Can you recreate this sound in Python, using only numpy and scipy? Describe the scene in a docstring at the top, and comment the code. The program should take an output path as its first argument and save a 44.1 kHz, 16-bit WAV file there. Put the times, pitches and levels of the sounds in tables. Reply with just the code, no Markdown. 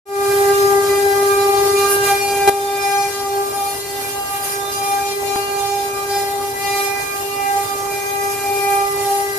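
"""A steady whine fades in: a row of router spindles is carving hardwood in a workshop.
Each turn repeats the cut, so the whine is a stack of harmonics (multiples of the turning rate) that
swell and fade as the spindles, at nearly the same speed, slip against each other. Behind it chips
hiss, the drive whistles, and pumps and the frame rumble. The level jumps briefly near 2.5 s.
Later the sound cuts forward once with a soft click, like a brief dropout."""
import sys
import numpy as np
from scipy import signal
from scipy.io import wavfile
from scipy.ndimage import uniform_filter1d

SR = 44100
rng = np.random.default_rng(int(sys.argv[2]) if len(sys.argv) > 2 else 0)


def bounce(signal):
    """Save signal as a 16-bit WAV file at the path given by the first command-line argument."""
    frames = np.transpose(np.atleast_2d(signal))
    limited = np.clip(frames, -1, 1)
    pcm = np.round(limited * 32767).astype(np.int16)
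    wavfile.write(sys.argv[1], SR, pcm)


N = 413658
TIME = np.arange(N) / SR
STEP = 64   # samples between the points of a slow random curve
OPPOSITE = np.array([[1], [-1]])   # adds on the left, subtracts on the right
SHAFT_HZ = 399.46   # spindle turns per second
DROPOUT_S, DROPOUT_RAD = 5.3602, 1.7   # when the sound cuts forward, and by what phase


def from_db(db):
    """Turn decibels into a gain."""
    return 10 ** (np.asarray(db) / 20)


def rms_one(x):
    """Scale a signal to an average power of 1."""
    return x / np.sqrt(np.mean(np.abs(x) ** 2) + 1e-20)


def in_time(rows):
    """Join (time, value) rows into one value per sample."""
    return np.interp(TIME, *np.transpose(rows))


def at_hz(rows, hz):
    """Read (frequency, value) rows at one frequency, with octaves evenly spaced."""
    frequencies, values = np.transpose(rows)
    return np.interp(np.log(hz), np.log(frequencies), values)


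def drift(rate_hz):
    """A smooth random curve of typical size 1; a higher rate moves faster."""
    pole = np.exp(-2 * np.pi * rate_hz * STEP / SR)
    noise = rng.standard_normal(N // STEP + 2002)
    points = rms_one(signal.lfilter([1], [1, -2 * pole, pole * pole], noise)[2000:])
    return np.interp(np.arange(N) / STEP, np.arange(len(points)), points)


def beating(rate_hz):
    """Many near-equal tones together: strength and phase drift at random (a complex curve)."""
    return (drift(rate_hz) + 1j * drift(rate_hz)) / np.sqrt(2)


# How alike the noise is on the left and right: (frequency [Hz], likeness [0 to 1])
STEREO_LIKENESS = [(60, .96), (150, .94), (300, .85), (640, .55), (1400, .3), (4000, .35), (14900, .35)]
def banded_noise(spectrum, low_hz, count, flicker_db, balance=((1, 0), (2, 0))):
    """Stereo noise of power 1, built from flickering bands a third of an octave wide."""
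    out, shared_flicker = 0, drift(9.5)
    edges = low_hz * 2 ** (np.arange(count + 1) / 3)
    white = rng.standard_normal((2, 2, N))
    for k, (low, high) in enumerate(zip(edges, edges[1:])):
        band = signal.butter(2, [low, high], "band", fs=SR, output="sos")
        middle, side = signal.sosfilt(band, white[k % 2])
        hz = np.sqrt(low * high)
        alike = at_hz(STEREO_LIKENESS, hz)
        stereo = np.sqrt(1 + alike) * middle + np.sqrt(1 - alike) * side * OPPOSITE
        flicker = 1.87 * shared_flicker + drift(5.1)
        gain = from_db(at_hz(spectrum, hz) + flicker_db * flicker)
        pan = from_db(at_hz(balance, hz) / 2 * OPPOSITE)
        out = out + gain * pan * stereo
    return rms_one(out)


# Tone colour of the rumble: (frequency [Hz], relative level [dB])
RUMBLE_SPECTRUM = [(25, -14), (50, 1.5), (85, 7.5), (120, 8), (170, 2.5), (220, -26), (280, 17.5),
                   (330, -4.5), (420, 13), (520, -11.5), (700, 14), (900, -2), (1200, 7), (1800, -41)]
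def rumble():
    """The pumps and the shaking frame make a low noise."""
    return from_db(-36) * banded_noise(RUMBLE_SPECTRUM, low_hz=22.7, count=19, flicker_db=.8)


# Faint steady tones of pumps and drives: (frequency [Hz], relative level [dB])
DRIVE_TONES = [(113, -56), (269.2, -54), (279, -57), (578, -58), (2472, -59), (4597, -61), (5399, -53),
               (8699, -57), (10191, -56), (10648, -58), (11391, -57)]
# A thin, high whistle: (time [s], relative level [dB])
THIN_WHISTLE = [(.1, -48), (.4, -42), (.55, -60), (.75, -39), (1.15, -56), (1.4, -40), (1.6, -43),
                (1.8, -48), (2.05, -45), (2.45, -48), (2.9, -70), (3.4, -51), (4.15, -39), (4.3, -40),
                (4.7, -41), (6.2, -44), (6.6, -37), (7.6, -38), (7.9, -38), (8.5, -36), (8.7, -39),
                (9.38, -50)]
# A breathy whistle that grows and chatters near the end: (time [s], relative level [dB])
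BREATHY_WHISTLE = [(7.9, -50), (7.96, -55), (8.104, -43), (8.202, -48), (8.226, -37), (8.286, -52),
                   (8.408, -41), (8.432, -49), (8.642, -39), (8.682, -40), (8.756, -34), (8.788, -43),
                   (8.962, -37), (8.974, -45), (9.212, -37), (9.232, -49), (9.336, -40), (9.35, -40)]
def drive():
    """Pumps and drives hum and whistle in wavering tones, louder on the left."""
    out = np.zeros((2, N))
    tones = [(hz, db, 5, .9) for hz, db in DRIVE_TONES]
    tones += [(12592, in_time(THIN_WHISTLE), 5, .4), (11240, in_time(BREATHY_WHISTLE), 60, 2)]
    for hz, db, waver_hz, waver in tones:
        tone = from_db(db) * np.exp(2j * np.pi * hz * TIME) * (1 + waver * beating(waver_hz))
        out[0] += 1.8 * np.real(tone)
        out[1] += 1.1 * np.real(tone * np.exp(1j * hz / 2900))   # high tones arrive out of step
    return out


# Tone colour of the hiss: (frequency [Hz], relative level [dB])
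CHIP_SPECTRUM = [(900, -4.5), (1300, -4.5), (2000, -1), (3300, -6), (5000, -4), (7000, -2), (8300, -3.5),
                 (10500, 5), (12500, -5.5), (15000, -1.5)]
# Which side the hiss leans to: (frequency [Hz], left minus right [dB])
CHIP_BALANCE = [(60, 0.0), (150, 0.0), (380, 0.5), (950, 3), (2370, 1.5), (5950, -2.5), (14900, 2)]
def chips(angle, hiss_db):
    """Torn fibres and air from the cutting edges hiss, pulsing once a turn."""
    pulse = 1 + .1 * np.cos(angle)
    hiss = banded_noise(CHIP_SPECTRUM, low_hz=797.5, count=13, flicker_db=.6, balance=CHIP_BALANCE)
    # The tearing repeats on the next three turns, duller and half as strong each time.
    dull = signal.sosfilt(signal.butter(2, 7000, fs=SR, output="sos"), hiss)
    repeats = sum(.5 ** turn * np.roll(dull, round(turn * SR / SHAFT_HZ), axis=1) for turn in (1, 2, 3))
    left, right = from_db(hiss_db) * pulse * (hiss + repeats)
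    # From about 2 s, the hiss reaches the right side slightly later than the left.
    lag_samples = np.round(np.interp(TIME, (1.5, 2.2), (0, 16))).astype(int)
    return np.array([left, right[np.arange(N) - lag_samples]])


def dropout_click():
    """A soft, dull click where the sound cuts forward, like a brief dropout."""
    peak_db, dullness_hz = -17, 1800
    decay = 2 * np.pi * dullness_hz * np.maximum(TIME - DROPOUT_S, 0)
    return from_db(peak_db) * np.e * decay * np.exp(-decay)


RISE_S, FALL_S = .023, .019   # how fast a deep cut or a ringing harmonic comes and goes
# Deeper cuts: (start [s], end [s], bite change [dB], squeal change [dB], hiss change [dB])
DEEP_CUTS = [(0.47, 0.612, 1, 1, 0), (1.214, 1.477, 2, 3, -0.5), (1.528, 1.8, 2.5, 3, 1),
             (1.77, 1.889, 3.5, 3, 3.5), (1.892, 1.955, -2, 17, 4.5), (2.038, 2.12, 5, 6, 5),
             (2.12, 2.438, 1.5, 3.5, 1), (2.816, 3.05, 6, 8, 3), (3.118, 3.205, 5, 3, -1),
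             (3.537, 3.718, 3.5, 11, 1), (3.737, 3.81, 2.5, 7, -0.5), (4.012, 4.1, -0.5, 6, 2),
             (4.292, 4.413, 0, 9.5, 1), (4.43, 4.54, 4.5, 12, 3.5), (4.72, 4.797, 6.5, 10, 1.5),
             (4.824, 4.945, 5, 9, 3.5), (5.046, 5.125, 5.5, 6, -1), (5.263, 5.436, 5, 3, 0.5),
             (5.586, 5.73, 4.5, 0, 1), (6.086, 6.21, 3, 6, 2.5), (6.606, 6.768, 6, 6.5, 0),
             (6.77, 6.877, 5, 4, 3.5), (7.624, 7.8, 2, 1, 2), (8.306, 8.702, 1, 2, 1.5),
             (8.71, 8.77, 3, 11, 2), (8.987, 9.24, 3, 5, 2)]
def cut_levels():
    """Levels in dB of the bite, squeal and hiss, which follow how deep the cutters dig."""
    starts, ends, *columns = np.transpose(DEEP_CUTS)
    wander_db = .6 * drift(7.4)
    levels = []
    for usual_db, changes in zip((-40, -47, -31.5), columns):
        extra_db = np.zeros(N)
        for start, end, db in zip(starts, ends, changes):
            extra_db += db * (TIME > start) * np.exp(-np.maximum(TIME - end, 0) / FALL_S)
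        levels.append(usual_db + uniform_filter1d(extra_db, size=int(RISE_S * SR)) + wander_db)
    return levels


# The bite, harmonics 7 to 21: (harmonic [number], level against the bite level [dB])
BITE_HARMONICS = [(7, -6.5), (8, -8.5), (9, -6), (10, -4), (11, -5), (12, -5), (13, -6), (14, -6.5),
                  (15, -9), (16, -4.5), (17, -6.5), (18, -6.5), (19, -10.5), (20, -35), (21, -39)]
# The squeal, harmonics 22 to 35: (frequency [Hz], level against the squeal level [dB])
SQUEAL_SPECTRUM = [(8500, -12), (9200, -1.5), (10400, 0), (11600, -10), (12800, -7), (14200, -12)]
def high_whine(angle, bite_db, squeal_db):
    """Weak harmonics come and go on each side as the spindles slip; uneven wood roughens them."""
    out = np.zeros((2, N))
    levels = [(harmonic, bite_db + db) for harmonic, db in BITE_HARMONICS]
    for harmonic in range(22, 36):
        levels.append((harmonic, squeal_db + at_hz(SQUEAL_SPECTRUM, harmonic * SHAFT_HZ)))
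    for harmonic, db in levels:
        shared_fade = beating(3.9)
        swell_db = .98 * drift(3.2)
        tone = from_db(db + swell_db) * np.exp(1j * harmonic * angle)
        for channel in range(2):
            own_fade, roughness = beating(7.4), beating(35.4)
            out[channel] += np.real(tone * (.22 * shared_fade + own_fade + .78 * roughness))
    return out


# Harmonics that ring out; a row that ends before it starts is faint or silent:
# (harmonic [number], start [s], end [s], relative level [dB])
RINGING_HARMONICS = [(7, 0.44, 0.58, -45), (13, 0.48, 0.69, -46), (7, 1.77, 2.04, -43), (13, 1.8, 1.9, -46),
                     (16, 1.7, 1.7, -45), (15, 2.2, 2.2, -46), (13, 2.05, 2, -38), (12, 2.05, 2.33, -46),
                     (10, 2.05, 2.15, -52), (7, 2.2, 2, -43), (11, 2.2, 2.3, -43), (9, 2.6, 2.9, -44),
                     (11, 2.9, 3.27, -40), (13, 2.8, 3.1, -38.5), (15, 2.85, 3.03, -41),
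                     (10, 3.1, 3.2, -44), (12, 3.2, 3.0, -44), (11, 2.9, 3.5, -53), (11, 2.9, 4.1, -50),
                     (7, 4.05, 4.4, -42), (9, 4.6, 4.7, -42), (16, 4.4, 4.2, -49), (13, 4.5, 4.6, -47),
                     (7, 5.4, 5.5, -38), (11, 5.1, 5.7, -45), (13, 6.1, 5.8, -44), (13, 6.1, 6.26, -38.5),
                     (12, 6.1, 6.18, -38.5), (11, 6.1, 6.4, -48), (9, 7.2, 6.78, -42), (11, 6.9, 6.85, -43),
                     (12, 6.62, 6.78, -48), (10, 6.72, 6.82, -38.5), (14, 6.7, 6.95, -41),
                     (15, 7.6, 6.9, -51), (9, 7.5, 6.7, -40), (7, 7.2, 7.5, -41.5), (16, 8.0, 8.302, -44)]
def ringing(angle):
    """Single high harmonics ring out clearly while a cutter bites."""
    out = np.zeros((2, N))
    for harmonic, start, end, db in RINGING_HARMONICS:
        span = slice(int((start - .05) * SR), int((end + .2) * SR))
        rise = np.clip((TIME[span] - start) / RISE_S + .5, 0, 1)
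        fall = np.exp(-np.maximum(TIME[span] - end, 0) / FALL_S)
        roughness = np.abs(1 + .35 * beating(30)[span])
        phases = rng.uniform(0, 2 * np.pi) + rng.uniform(-1.15, 1) * OPPOSITE
        tone = np.cos(harmonic * angle[span] + phases)
        out[:, span] += 2 * from_db(db) * rise * fall * roughness * tone
    return out


# Harmonics 3 to 6 of the whine, one table each: (time [s], level [dB])
THIRD_LEVEL = [(0.2, -31), (0.43, -40), (0.5, -33), (0.96, -31.5), (1.04, -48), (1.17, -31.5), (1.75, -32),
               (1.85, -24.5), (2.03, -44), (2.08, -30), (2.24, -45), (2.44, -46), (2.49, -35), (2.64, -41),
               (2.77, -34.5), (3.0, -32), (3.1, -43), (3.15, -34), (3.28, -32), (3.33, -43.5),
               (3.61, -32.5), (3.87, -53), (4.33, -32.5), (4.58, -45), (4.63, -38), (4.91, -35.5),
               (5.27, -44), (5.32, -33), (5.47, -37), (5.65, -33), (5.83, -52), (5.98, -31), (6.14, -43.5),
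               (6.37, -42), (6.42, -30), (6.57, -58), (6.62, -37), (6.8, -30), (6.98, -39.5), (7.18, -35.5),
               (7.26, -50), (7.31, -34), (7.41, -34), (7.51, -48), (7.56, -34.5), (7.87, -33), (7.94, -48),
               (8.25, -36.5), (8.46, -42), (8.76, -31.5), (9.32, -41), (9.35, -40)]
FOURTH_LEVEL = [(0.2, -40), (0.3, -35.5), (0.43, -42), (0.5, -32), (0.61, -44), (0.66, -40.5), (1.35, -35),
                (1.47, -39), (1.52, -62), (1.58, -39), (1.65, -36), (1.78, -46), (1.83, -36), (2.14, -31.5),
                (2.21, -47), (2.49, -35), (2.57, -48), (2.95, -28.5), (3.03, -37), (3.2, -37), (3.28, -51),
                (3.38, -36), (3.51, -52), (3.56, -39), (3.67, -59), (3.72, -46.5), (4.58, -40.5),
                (4.91, -49), (4.99, -33), (5.07, -49), (5.55, -38.5), (5.73, -47), (5.96, -40), (6.01, -61),
                (6.06, -39), (6.16, -34), (6.34, -47), (7.11, -37.5), (7.33, -52), (7.51, -35), (7.85, -52),
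                (7.92, -39.5), (8.35, -45), (8.41, -38), (8.51, -48), (8.74, -35), (8.86, -49), (9.35, -43)]
FIFTH_LEVEL = [(0.2, -44), (0.35, -39), (0.4, -51), (0.5, -32), (0.56, -52), (0.79, -38.5), (0.86, -47),
               (0.89, -34), (1.06, -45), (1.22, -39), (1.32, -52), (1.42, -42), (1.5, -46), (1.75, -39),
               (1.78, -47), (1.96, -51), (2.11, -37), (2.26, -52), (2.49, -40), (2.54, -53), (2.88, -35),
               (3.64, -55), (3.76, -42.5), (4.79, -50), (4.94, -39), (5.04, -50), (5.14, -44), (6.06, -51),
               (6.11, -38), (6.54, -46.5), (6.57, -35), (6.75, -31), (6.82, -44), (6.98, -33), (7.23, -51),
               (7.46, -35.5), (7.67, -45), (8.23, -38), (8.33, -48), (8.41, -41), (8.56, -50), (8.66, -35),
               (8.76, -38), (9.35, -40)]
SIXTH_LEVEL = [(0.2, -40), (0.32, -39), (0.35, -43), (0.86, -50), (0.89, -40), (0.99, -40), (1.01, -45),
               (1.29, -44), (1.35, -32), (1.45, -43), (1.52, -38), (1.7, -52), (1.78, -30), (2.01, -52),
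               (2.08, -30.5), (2.44, -35), (2.49, -38), (2.54, -38), (2.64, -45), (2.85, -22), (2.9, -30),
               (3.05, -27), (3.15, -46), (3.44, -44.5), (3.69, -35.5), (3.74, -49), (4.0, -51),
               (4.05, -34.5), (4.23, -57), (4.35, -40), (4.41, -49), (4.53, -36), (4.63, -49), (4.81, -39),
               (4.84, -32.5), (5.14, -33), (5.19, -56), (5.29, -35.5), (5.4, -40), (5.68, -36.5),
               (5.88, -43), (5.93, -34.5), (6.09, -42.5), (6.14, -34), (6.39, -54), (6.75, -28.5),
               (7.0, -35), (7.11, -32.5), (7.23, -46.5), (7.46, -30), (7.51, -42), (7.85, -43.5),
               (7.94, -30.5), (8.1, -37), (8.76, -30), (8.84, -33.5), (8.91, -54), (8.97, -34), (9.04, -50),
               (9.35, -51)]
def middle_levels():
    """Levels in dB of harmonics 3 to 6, with small random fades added."""
    levels, depth = [], .15
    for rows in (THIRD_LEVEL, FOURTH_LEVEL, FIFTH_LEVEL, SIXTH_LEVEL):
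        fade = np.abs(1 + depth * beating(3.5)) / np.hypot(1, depth) + .042
        levels.append(in_time(rows) + 20 * np.log10(fade))
    return levels


# Two sets of cutting edges slip out of step and back:
# (out of step [s], in step [s], level in step [dB], weaker set [share of the stronger])
EDGE_SLIPS = [(0.0, 0.187, -23, .3), (0.334, 0.485, -25.5, 0.48), (0.587, 0.733, -24, 0.43),
              (0.877, 1.135, -23.5, 0.44), (1.302, 1.59, -24, 0.33), (1.772, 1.824, -28, 0.38),
              (1.9, 2.02, -29, 0.26), (2.077, 2.118, -18, 0.44), (2.185, 2.308, -24.5, 0.99),
              (2.36, 2.47, -21.5, 0.061), (2.6, 2.652, -22.5, 0.14), (2.815, 2.86, -17.5, 0.43),
              (2.9, 2.96, -17, .1), (3.134, 3.294, -22.5, 0.81), (3.515, 3.595, -21, 1),
              (3.826, 4.02, -29.5, 1), (4.145, 4.184, -28.5, 0.29), (4.252, 4.36, -26, 0.54),
              (4.54, 4.608, -28, 0.31), (4.736, 4.878, -20.5, 0.73), (4.948, 5.022, -21, 0.064),
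              (5.164, 5.337, -23.5, 0.76), (5.495, 5.643, -20, 0.54), (5.704, 5.751, -20.5, 0.15),
              (5.915, 5.99, -29, 0.3), (6.073, 6.14, -19.5, 0.64), (6.217, 6.29, -23, 0.05),
              (6.58, 6.668, -22, .55), (6.71, 6.79, -20.5, 0.14), (6.853, 6.876, -20, .5),
              (6.89, 6.9, -24, 0.82), (7.12, 7.25, -29.5, 0.93), (7.3, 7.565, -18, 0.11),
              (7.68, 7.713, -25, 0.53), (7.76, 7.84, -27, 1), (8.089, 8.196, -24.5, 0.3),
              (8.403, 8.504, -20, 0.48), (8.585, 8.722, -17, 0.41), (8.94, 9.112, -18.5, 0.81),
              (9.345, 9.5, -24, 0.82)]
def slipping_edges_level():
    """Level in dB of harmonic 2: two sets of edges add up in step and partly cancel out of step."""
    apart, together, db, share = np.transpose(EDGE_SLIPS)
    moments = np.column_stack([apart, together]).ravel()
    slip = np.interp(TIME, moments, np.pi * np.arange(len(moments)))
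    weaker = np.interp(TIME, apart, np.clip(share, 0, .95))
    combined = np.abs(1 - weaker * np.exp(1j * slip)) / (1 + weaker)
    return np.interp(TIME, together, db) + 20 * np.log10(combined)


# The lowest note of the whine, at the turning rate: (time [s], level [dB])
SHAFT_LEVEL = [(.1, -19), (.75, -18), (1.1, -20), (1.6, -19), (2.0, -23), (2.3, -28.5), (2.57, -22),
               (2.9, -26), (3.25, -26.5), (3.4, -22.5), (3.65, -34.5), (3.95, -29), (4.2, -33), (4.27, -53),
               (4.35, -35), (4.43, -37), (4.57, -28), (4.9, -32.5), (5.2, -24), (5.5, -27.5), (6.05, -26),
               (6.5, -26.5), (6.6, -31.5), (6.8, -25), (7.12, -38.5), (7.25, -27), (7.45, -37), (7.55, -28),
               (7.68, -33), (7.9, -25.5), (8.08, -31), (8.25, -27.5), (8.4, -30.5), (8.52, -24.5),
               (8.9, -25), (9.25, -24.5), (9.38, -28)]
def shaft_level():
    """Level in dB of harmonic 1; it flutters briefly, as if beating against a slightly faster spindle."""
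    start_s, end_s, depth, flutter_hz = 1.45, 1.8, .27, 24.3
    fluttering = (TIME > start_s) & (TIME < end_s)
    flutter = 1 + depth * fluttering * np.sin(2 * np.pi * flutter_hz * (TIME - start_s))
    return in_time(SHAFT_LEVEL) + 20 * np.log10(flutter)


def shaft_angle():
    """Shaft angle in radians as it is heard: the speed wavers, and the dropout cuts forward once."""
    speed_hz = SHAFT_HZ + .303 * drift(2.43)
    return 2 * np.pi * np.cumsum(speed_hz) / SR + DROPOUT_RAD * (TIME > DROPOUT_S)


# How much uneven wood roughens harmonics 1 to 6, one value each: (roughness [share of the tone])
WOOD_GRAIN = [.13, .22, .3, .35, .4, .3]
# Sound of the spindles off to the sides: (frequency [Hz], level against the centre [dB])
SIDE_SPECTRUM = [(400, -17.5), (800, -4), (1200, 3.5), (1600, 4), (2000, 1.5), (2400, -3)]
# The whine reaches the left side first: (time [s], part a quarter cycle ahead [share of the tone])
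LEFT_LEAD = [(0, .2), (1.2, .05), (2.6, 0), (3.4, .35), (5, .35), (5.8, .1), (7.2, .45), (8.1, .6),
             (8.9, .05), (9.4, 0)]
def low_whine(angle):
    """The six strong harmonics of the cut; spindles off centre make left and right differ."""
    out, lead = np.zeros((2, N)), in_time(LEFT_LEAD)
    middle = middle_levels()
    lowest = [db + .9 * drift(8) for db in (shaft_level(), slipping_edges_level())]   # a slight wobble
    for harmonic, level_db in enumerate(lowest + middle, 1):
        tone = np.exp(1j * harmonic * (angle + .28 * drift(3.1)))
        centre = from_db(level_db) * (1 + WOOD_GRAIN[harmonic - 1] * beating(22.7))
        average_db = uniform_filter1d(level_db, size=SR // 3)
        side = from_db(average_db + at_hz(SIDE_SPECTRUM, harmonic * SHAFT_HZ)) * beating(2.4)
        side += 1j * lead * from_db(average_db) / harmonic
        out += np.sqrt(2) * np.real(tone * (centre + side * OPPOSITE))
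    return out


def scene():
    """Add up the rumble, drive, chips, click and whine."""
    bite_db, squeal_db, hiss_db = cut_levels()
    angle = shaft_angle()
    background = rumble()
    whine = low_whine(angle) + high_whine(angle, bite_db, squeal_db) + ringing(angle)
    return background + drive() + chips(angle, hiss_db) + dropout_click() + whine


def record(dry):
    """The sound fades in, jumps in level once, then stays lower; its highest treble is softened."""
    silence_s, fade_s = .054, .27
    jump_start_s, jump_end_s, jump_db = 2.4755, 2.4966, 8.3
    early_db, sag_db, drop_s, recover_s = 3.5, -2, .025, .52
    split_hz, top_db, cutoff_hz = 14250, -11, 15500
    fade_in = np.clip((TIME - silence_s) / fade_s, 0, 1)
    jump = uniform_filter1d(1. * ((TIME > jump_start_s) & (TIME < jump_end_s)), size=60)
    # After the jump the level drops quickly, sags a little too far and recovers.
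    since = np.maximum(TIME - jump_end_s, 0)
    base_db = (early_db - sag_db) * np.exp(-since / drop_s) + sag_db * np.exp(-since / recover_s)
    sound = np.clip(dry * fade_in * from_db(base_db + jump_db * jump), -1, 1)
    body = signal.sosfilt(signal.ellip(7, .3, 40, split_hz, fs=SR, output="sos"), sound)
    top = signal.sosfilt(signal.ellip(7, .3, 40, split_hz, "high", fs=SR, output="sos"), sound)
    treble_cut = signal.ellip(10, .3, 70, cutoff_hz, fs=SR, output="sos")
    return signal.sosfilt(treble_cut, body + from_db(top_db) * top)


dry = scene()
out = record(dry)
bounce(out)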